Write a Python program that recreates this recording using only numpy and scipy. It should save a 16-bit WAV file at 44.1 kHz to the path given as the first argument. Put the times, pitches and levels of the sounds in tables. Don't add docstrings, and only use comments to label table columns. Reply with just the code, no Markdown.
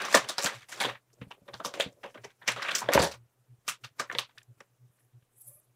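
import sys
import numpy as np
from scipy import signal
from scipy.io import wavfile
from scipy.ndimage import uniform_filter1d

SR = 44100
rng = np.random.default_rng(int(sys.argv[2]) if len(sys.argv) > 2 else 0)


def store_wav(level_fs):
    pcm = np.round(np.clip(np.atleast_2d(level_fs), -1, 1) * 32767)
    wavfile.write(sys.argv[1], SR, pcm.T.astype(np.int16))


def voltage_ratio(level):
    return 10 ** (np.asarray(level, float) / 20)


N = 253676

ZONES_HZ = [500, 1600, 7000]
EDGES_HZ = 30 * 2 ** np.arange(0, 9.4, 1 / 3)
CENTRES_HZ = np.sqrt(EDGES_HZ[1:] * EDGES_HZ[:-1])


def rms_one(x):
    return x / np.sqrt(np.mean(x ** 2) + 1e-20)


def in_time(spans, silent_db=-120):
    t = np.arange(N) / SR
    s, *columns = np.transpose([row for span in spans for row in span])
    columns = [np.interp(t, s, c) for c in columns]
    inside = sum((t >= span[0][0]) & (t <= span[-1][0]) for span in spans) > 0
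    return [np.where(inside, columns[0], silent_db)] + columns[1:]


def at_hz(points, hz):
    return np.interp(np.log(hz), np.log(np.array(points)[:, 0]), np.array(points)[:, 1])


def band(x, k):
    return signal.sosfilt(signal.butter(2, EDGES_HZ[k:k + 2], "band", fs=SR, output="sos"), x + 1e-18)


def drift(rate):
    steps = rng.standard_normal(int(N / SR * rate) + 2)
    return np.interp(np.arange(N) / SR * rate, np.arange(len(steps)), steps)


def dying(clicks, t60):
    return signal.lfilter([1], [1, -voltage_ratio(-60 / (t60 * SR))], clicks + 1e-18)


def random_ticks(per_s, spread_db):
    strength_db = spread_db * np.minimum(rng.exponential(1, N), 4)
    return (rng.random(N) < per_s / SR) * voltage_ratio(strength_db)


def ring(clicks, hz, t60):
    r = voltage_ratio(-60 / (t60 * SR))
    w = 2 * np.pi * hz / SR
    return signal.lfilter([0, np.sin(w)], [1, -2 * r * np.cos(w), r * r], clicks + 1e-18)


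def coloured(spectrum, patchy_db):
    white = rng.standard_normal((2, N))
    out = 0
    for k, hz in enumerate(CENTRES_HZ):
        gain = voltage_ratio(at_hz(spectrum, hz) + patchy_db * drift(60))
        out = out + gain * band(white[k % 2], k)
    return rms_one(out)


def in_zones(zones_db):
    step_hz = [3700, 4700]
    # f/Hz, level/dB
    tilt = [(60, -33.5), (150, -19), (300, -11.5), (600, -4.5), (1500, -1.5), (3000, -1.5), (6000, -3.5),
            (9000, -9), (16000, -16.5)]
    treble_below, treble_above = 0.3, 0.96
    knock, middle, treble = np.eye(len(ZONES_HZ))
    below = (1 - treble_below) * middle + treble_below * treble
    above = (1 - treble_above) * middle + treble_above * treble
    shares = [knock, middle, below, above, treble]
    knots_hz = ZONES_HZ[:2] + step_hz + ZONES_HZ[2:]
    spread = np.transpose([np.interp(np.log(CENTRES_HZ), np.log(knots_hz), one) for one in np.transpose(shares)])
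    return spread @ zones_db + at_hz(tilt, CENTRES_HZ)[:, None]


def snap_envelope(t, peak_db, t60):
    lead_db, lead_db_per_s = -18.5, 1494.5
    head_db, head_t60_s, head_follows = 1.5, 0.0038, 0.14
    rise_share = 0.047
    rise = 1 - (1 - voltage_ratio(lead_db)) * np.exp(-t.clip(0) / (rise_share * t60))
    body = voltage_ratio(-60 * t / t60) * rise
    head = voltage_ratio(head_db + head_follows * (peak_db + 20) - 60 * t / head_t60_s)
    lead = voltage_ratio(lead_db + lead_db_per_s * t.clip(max=0))
    return np.where(t < 0, lead, body + head)


def scuff_envelope(t, t60, swell_s=0.0079):
    fall = (t - swell_s).clip(0) ** 2 / (t60 * (t.clip(0) + swell_s))
    return (t / swell_s).clip(0, 1) * voltage_ratio(-60 * fall)


def snaps(per_s=1000.0, spread_db=4.0, tick_s=0.003, tick_share=0.56, scatter_db=3.0, box_db=-35.5):
    # t/s, peak 1-3.5 kHz level/dB, knock 250-900 Hz level/dB,
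    # treble 4-14 kHz level/dB, t60/s
    single_bursts = [(0.0014, -26.5, -48, -43, 0.053), (0.0157, -25, -42.5, -34, 0.048),
                     (0.0515, -26, -36.5, -33, 0.07), (0.0848, -35.5, -39, -42.5, 0.07),
                     (0.1063, -32, -41.5, -37, 0.07), (0.126, -21.5, -35, -26, 0.05),
                     (0.143, -9, -17, -15, 0.11), (0.2548, -39, -37, -73, 0.07),
                     (0.2879, -24, -36, -23.5, 0.09), (0.382, -21.5, -28.5, -24.5, 0.064),
                     (0.434, -23, -30, -24, 0.14), (0.4599, -18.5, -40, -23, 0.084),
                     (0.608, -43, -68, -58, 0.062), (0.686, -38.5, -55, -39.5, 0.2),
                     (0.718, -30, -51, -36.5, 0.1), (0.8023, -17, -32, -26.5, 0.19),
                     (0.8458, -18.5, -23.5, -40, 0.077), (0.8798, -25.5, -32.5, -51, 0.097),
                     (0.897, -23.5, -55, -42, 0.047), (0.9488, -31, -50.5, -75, 0.056),
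                     (1.129, -78.5, -50.5, -51.5, 0.068), (1.2137, -32.5, -47.5, -56, 0.063),
                     (1.6485, -25.5, -28, -26, 0.085), (1.739, -28.5, -37.5, -39.5, 0.078),
                     (1.7705, -32.5, -39, -52, 0.07), (1.799, -16, -30.5, -22, 0.08),
                     (2.099, -40, -66, -78, 0.05), (2.174, -37.5, -46, -67, 0.053),
                     (2.417, -31, -47, -83, 0.084), (2.4777, -13.5, -27.5, -27.5, 0.089),
                     (2.516, -24, -45.5, -34, 0.048), (2.562, -27, -33, -47, 0.12),
                     (2.6205, -21.5, -68, -36, 0.059), (2.6564, -27, -45, -52, 0.07),
                     (2.6839, -17.5, -32, -44, 0.07), (2.709, -20, -34, -32, 0.09),
                     (2.7507, -21.5, -40, -22.5, 0.085), (2.7826, -30.5, -46.5, -27, 0.09),
                     (2.814, -32.5, -33.5, -56, 0.07), (2.8879, -19, -15.5, -52.5, 0.046),
                     (2.9196, -16.5, -32, -35.5, 0.1), (2.9342, -18.5, -30.5, -16, 0.086),
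                     (2.949, -27, -9, -33, 0.071), (2.9759, -14.5, -16, -46, 0.07),
                     (2.9914, -17, -21, -27.5, 0.1), (3.0179, -19, -17.5, -21, 0.15),
                     (3.1134, -35.5, -53, -38.5, 0.07), (3.1386, -36, -50.5, -46.5, 0.055),
                     (3.6803, -20, -48, -17.5, 0.089), (3.9954, -20, -30, -25.5, 0.063),
                     (4.0985, -25, -38.5, -64, 0.03), (4.114, -27, -44.5, -51.5, 0.023),
                     (4.125, -26.5, -35.5, -42, 0.04), (4.15, -19.5, -37, -46, 0.023),
                     (4.1863, -17.5, -34, -24.5, 0.05), (4.29, -46, -63, -67, 0.12),
                     (4.3802, -32, -70, -45, 0.026), (4.4154, -47, -80.5, -66, 0.02),
                     (4.429, -87, -85, -49, 0.03), (4.6038, -38.5, -41, -51, 0.03),
                     (4.98, -51, -80.5, -94.5, 0.2), (5.223, -47.5, -80.5, -91, 0.049)]
    # t/s, peak level/dB, knock level/dB, treble level/dB, t60/s
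    soft_scuffs = [(1.303, -40.5, -47.5, -54.5, 0.028), (1.476, -39, -44.5, -64.5, 0.036),
                   (1.53, -35, -45, -55.5, 0.033), (1.594, -35.5, -37.5, -76, 0.032),
                   (2.029, -34.5, -40.5, -58, 0.12), (2.141, -43, -40.5, -66, 0.058),
                   (2.235, -38, -40.5, -48.5, 0.036), (3.835, -36, -65, -47.5, 0.041)]
    # t/s, middle 1-3.5 kHz level/dB,
    # knock 250-900 Hz level/dB, treble 4-14 kHz level/dB
    rustle_curves = [
        [(0.0, -35.5, -40.5, -57), (0.142, -47, -50, -41), (0.31, -45, -44, -58), (0.37, -56, -70, -68),
         (0.44, -45, -44, -31), (0.5, -32, -63, -64)],
        [(0.5, -49, -41, -71), (0.548, -51.5, -64, -51.5), (0.63, -55.5, -73.5, -60), (0.67, -75, -77.5, -67),
         (0.804, -48, -41.5, -47.5), (0.98, -81, -84, -94)],
        [(1.1, -72, -79.5, -87.5), (1.194, -99.5, -60, -80), (1.5, -93.5, -65, -87.5)],
        [(1.5, -80, -67, -90), (1.554, -96, -75, -61), (1.666, -67, -60, -70), (1.856, -74.5, -43, -70),
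         (1.95, -102, -73, -69)],
        [(1.95, -94, -59, -78.5), (2.112, -101, -86, -67), (2.3, -60, -75.5, -67), (2.4, -98, -70, -70.5)],
        [(2.46, -49, -57, -76), (2.524, -55, -76, -71), (2.646, -41.5, -56, -59), (2.894, -47.5, -42.5, -58.5),
         (2.97, -33, -36, -66), (3.17, -90, -79, -82)],
    ]
    # f/Hz, relative level/dB, t60/s
    box_modes = [(278, -16.5, 0.089), (410, 0, 0.08), (563.2, 5.5, 0.15), (800, -4, 0.019),
                 (1037, -2.5, 0.033)]
    crest_db, clump_db = 8.5, 5

    power = np.zeros((len(CENTRES_HZ), N + SR))
    middle_db, knock_db, treble_db = in_time(rustle_curves)
    moving = (middle_db > -119) * voltage_ratio(clump_db * drift(45))
    power[:, :N] = (moving * voltage_ratio(in_zones([knock_db, middle_db, treble_db]))) ** 2

    t = np.arange(-SR // 20, int(SR * .3)) / SR
    for k, (s, peak_db, knock_db, treble_db, t60) in enumerate(single_bursts + soft_scuffs):
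        at = round((s + t[0]) * SR)
        colour_db = in_zones([[knock_db], [peak_db - crest_db], [treble_db]])[:, 0]
        colour_db = colour_db + scatter_db * rng.standard_normal(len(CENTRES_HZ))
        if k < len(single_bursts):
            shape = snap_envelope(t, peak_db, t60)
        else:
            shape = scuff_envelope(t, t60)
        shape = shape[max(-at, 0):]
        power[:, max(at, 0):at + len(t)] += np.outer(voltage_ratio(colour_db), shape) ** 2

    ticks = rms_one(dying(random_ticks(per_s, spread_db), tick_s))
    grit = np.sqrt(1 - tick_share + tick_share * ticks ** 2)
    drive = rng.standard_normal((2, N)) * grit
    burst = 0
    for k, hz in enumerate(CENTRES_HZ):
        even = np.sqrt(.36 * SR / hz)
        burst = burst + band(drive[k % 2] * np.sqrt(power[k, :N]), k) * even
    knock = drive[0] * np.sqrt(power[np.searchsorted(CENTRES_HZ, ZONES_HZ[0]), :N])
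    box = sum(voltage_ratio(box_db + mode_db) * ring(knock, hz, t60) for hz, mode_db, t60 in box_modes)
    return burst + facets(power) + box


def facets(power, per_s=3500.0, cycles=37.0, spread_db=3.5, level_db=-4.5):
    ticks = random_ticks(per_s, spread_db)
    pitches = np.geomspace(400, 9000, 40) * (1 + .03 * rng.standard_normal(40))
    dealt = rng.integers(0, 40, N)
    out = 0
    for k, hz in enumerate(pitches):
        strength = np.sqrt(power[np.searchsorted(EDGES_HZ, hz) - 1, :N])
        out = out + ring(ticks * (dealt == k) * strength, hz, cycles / hz) * np.sqrt(hz / 2000)
    return voltage_ratio(level_db) * out


def room(x, wet_db=-8.5, cut_s=0.066, rise_s=0.00064, trace_db=-8.0):
    # f/Hz, t60/s
    reverb_times = [(200, 0.048), (1000, 0.22), (4000, 0.26), (12000, 0.079)]
    white, out = rng.standard_normal((2, N)), 0
    t = np.arange(SR // 5) / SR
    for k, hz in enumerate(CENTRES_HZ):
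        decay = voltage_ratio(-120 * t / at_hz(reverb_times, hz))
        decay = decay * np.clip(1.5 - t / cut_s, voltage_ratio(2 * trace_db), 1) * (1 - np.exp(-t / rise_s))
        power = signal.fftconvolve(band(x, k) ** 2, decay / decay.sum())[:N]
        out = out + np.sqrt(power.clip(0)) * rms_one(band(white[k % 2], k))
    return voltage_ratio(wet_db) * out


def gate(x, low_db=-63.5, middle_db=-60.5, treble_db=-62.0, slope=0.92, depth_db=13.0, window_s=0.0042):
    low = signal.sosfiltfilt(signal.butter(2, 1000, fs=SR, output="sos"), x)
    treble = signal.sosfiltfilt(signal.butter(2, 4000, "high", fs=SR, output="sos"), x)
    out = 0
    for part, threshold_db in ((low, low_db), (x - low - treble, middle_db), (treble, treble_db)):
        level_db = 10 * np.log10(uniform_filter1d(part ** 2, int(window_s * SR)).clip(1e-14))
        out = out + part * voltage_ratio(-np.clip(slope * (threshold_db - level_db), 0, depth_db))
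    return out


def suppressor(x, open_db=8.5, threshold_db=-58.0, window_s=0.06):
    level_db = 10 * np.log10(uniform_filter1d(x ** 2, int(window_s * SR)).clip(1e-14))
    return voltage_ratio(open_db / (1 + np.exp((threshold_db - level_db) / 6.4)))


def background(handled, floor_db=-76):
    # f/Hz, relative level/dB per Hz
    floor_colour = [(15, -27), (25, 0), (53, -29.5), (123, -12), (195, -18.5), (427, -17), (4030, -31.5),
                    (9570, -30), (16000, -34)]
    return voltage_ratio(floor_db) * coloured(floor_colour, patchy_db=2.0) * suppressor(handled)


def hum(before_db=-70.5, before_half_s=0.026, after_s=0.066, after_db=-64.5, swell_s=0.0067,
        rest_db=-81.0, buzz_db=-28.5, rumble_db=-24.5):
    # level/dB, half length/s
    throbs = [(-51.5, 0.019), (-52, 0.022), (-52, 0.044), (-49, 0.026), (-55.5, 0.047), (-59, .03),
              (-58, 0.024), (-52, 0.049), (-48, 0.029), (-56, 0.051), (-53, 0.028), (-52, 0.018),
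              (-53.5, 0.049), (-52.5, 0.023), (-56.5, 0.037), (-52, 0.025), (-61, 0.029)]
    hum_hz, first_s, period_s = 121.3, .24, .3283
    before_s = .115
    t = np.arange(N) / SR
    level = voltage_ratio(rest_db)
    for k, (throb_db, half_s) in enumerate(throbs + throbs[-1:]):
        s = first_s + k * period_s
        level = level + voltage_ratio(throb_db) * np.exp(-np.abs((t - s) / half_s) ** 3)
        level = level + voltage_ratio(before_db) * np.exp(-((t - s + before_s) / before_half_s) ** 2)
        level = level + voltage_ratio(after_db) * np.exp(-((t - s - after_s) / swell_s) ** 2)
    phase = 2 * np.pi * np.cumsum(hum_hz + 1.7 * drift(25)) / SR
    low_pass = signal.butter(2, 300.0, fs=SR, output="sos")
    rumble = rms_one(signal.sosfilt(low_pass, rng.standard_normal(N)))
    buzz = np.sin(2 * phase) + np.sin(3 * phase)
    tone = np.sin(phase) + voltage_ratio(buzz_db) * buzz + voltage_ratio(rumble_db) * rumble
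    return np.sqrt(2) * level * voltage_ratio(1.5 * drift(30)) * tone


def cracks(cycles=15.0, level_db=-2.0, flip_s=.0016, rise_cycles=0.6):
    # t/s, level/dB (before the common level and the rise), f/Hz
    sharp_cracks = [(0.083, -18.5, 1160), (0.143, -2.5, 1820), (0.145, -2.5, 566), (0.146, -7.5, 4380),
                    (0.16, -13.5, 626), (0.381, -16, 1410), (0.466, -17, 1800), (1.313, -27, 2750),
                    (1.32, -28, 2880), (1.54, -20.5, 4540), (1.601, -26, 1290), (1.646, -17, 1190),
                    (1.797, -11.5, 576), (1.807, -4, 3380), (2.481, -10.5, 2190), (2.487, -10, 2400),
                    (2.573, -27, 1500), (2.595, -23, 1230), (2.62, -18.5, 2010), (2.627, -16, 4930),
                    (2.684, -15.5, 2420), (2.692, -16, 2560), (2.716, -12.5, 3470), (2.743, -17.5, 1615),
                    (2.758, -11.5, 5800), (2.783, -14, 5200), (2.818, -19, 971), (2.826, -18, 954.6),
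                    (2.887, -10, 592), (2.934, -7, 7485), (2.934, -9, 12050), (2.934, -8.5, 4500),
                    (2.975, -0.5, 940), (2.975, -5.5, 1598), (2.993, -6, 556), (3.678, -12, 5250),
                    (3.996, -21, 1590), (4.098, -17.5, 1760), (4.113, -19, 1490), (4.149, -19.5, 3260),
                    (4.184, -3.5, 3730), (4.188, -9.5, 2810), (4.375, -33.5, 1690), (4.381, -31, 4810),
                    (4.604, -33, 1900)]
    out, n = np.zeros(N), np.arange(2000)
    for s, peak_db, hz in sharp_cracks:
        at = round((s + flip_s) * SR)
        click = voltage_ratio(peak_db + level_db) * (n == 0)
        rise = 1 - np.exp(-n * hz / SR / rise_cycles)
        out[at:at + 2000] += ring(click, hz, cycles / hz) * rise
    return out


def thump():
    # t/s, level/dB (of the push), contact/s
    blows = [(0.449, -34.5, 0.00029), (1.217, -36.5, 0.00042), (1.268, -43, 0.0011),
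             (1.419, -52.5, 0.00081), (1.541, -41.5, 0.0012), (1.656, -47, 0.00063),
             (1.862, -35.5, 0.00018), (2.956, -21.5, 0.00039), (3, -22.5, 0.00066)]
    # f/Hz, relative level/dB, t60/s
    panel_modes = [(153, -12, 0.096), (194, 0, 0.07), (265, -4, 0.11), (480, -3, .07)]
    drop_s, drop_db, drop_hz, drop_t60_s = 2.97, -29, 79, 0.36
    t, pushes = np.arange(N) / SR, 0
    for s, peak_db, contact_s in blows:
        push = np.exp(-((t - s) / contact_s) ** 2)
        pushes = pushes + voltage_ratio(peak_db) * push / push.sum()
    panel = sum(voltage_ratio(mode_db) * ring(pushes, hz, t60) for hz, mode_db, t60 in panel_modes)
    push = np.exp(-((t - drop_s) * 4.7 * drop_hz) ** 2)
    panel = panel + ring(voltage_ratio(drop_db) * push / push.sum(), drop_hz, drop_t60_s)
    return signal.sosfilt(signal.butter(4, 55.0, "high", fs=SR, output="sos"), panel)


def hiss():
    # t/s, level/dB
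    hiss_curves = [
        [(4.915, -77.5), (5.05, -79.5), (5.08, -93)],
        [(5.28, -96), (5.418, -51.5), (5.455, -55.5), (5.482, -48.5), (5.75, -96.5)],
    ]
    # f/Hz, relative level/dB per Hz
    hiss_colour = [(4500, -35.5), (6120, -31), (7900, -16), (10100, 4.5), (16000, -21)]
    # t/s, f/Hz, level/dB
    whine_curve = [(5.44, 742, -84.5), (5.478, 566, -70), (5.631, 586, -79.5)]
    partials_db = [0, -14, -18, -16]
    whine_db, hz = in_time([[(s, level, pitch) for s, pitch, level in whine_curve]])
    turns = np.cumsum(hz * (1 + .06 * drift(150))) / SR
    harmonics = sum(voltage_ratio(partial_db) * np.sin(2 * np.pi * (k + 1) * turns)
                    for k, partial_db in enumerate(partials_db))
    whine = np.sqrt(2) * voltage_ratio(whine_db + 5.2 * drift(50)) * harmonics
    return voltage_ratio(in_time(hiss_curves)[0]) * coloured(hiss_colour, patchy_db=5.0) + whine


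def scene():
    handled = snaps() + cracks()
    high_pass = signal.butter(4, 110.0, "high", fs=SR, output="sos")
    near = signal.sosfilt(high_pass, handled + room(handled))
    return (gate(near) + thump() + hum() + hiss() + background(handled))[None]


def roll_off(x):
    return signal.sosfilt(signal.butter(12, 16490, fs=SR, output="sos"), x)


def record(dry):
    dip_hz, dip_q, dip_share = 4750, 6.1, 0.19
    dry = dry - dip_share * signal.lfilter(*signal.iirpeak(dip_hz, dip_q, fs=SR), dry)
    mix = signal.sosfilt(signal.cheby2(12, 50, 16300, fs=SR, output="sos"), dry)
    return roll_off(mix)


dry = scene()
out = record(dry)
store_wav(out)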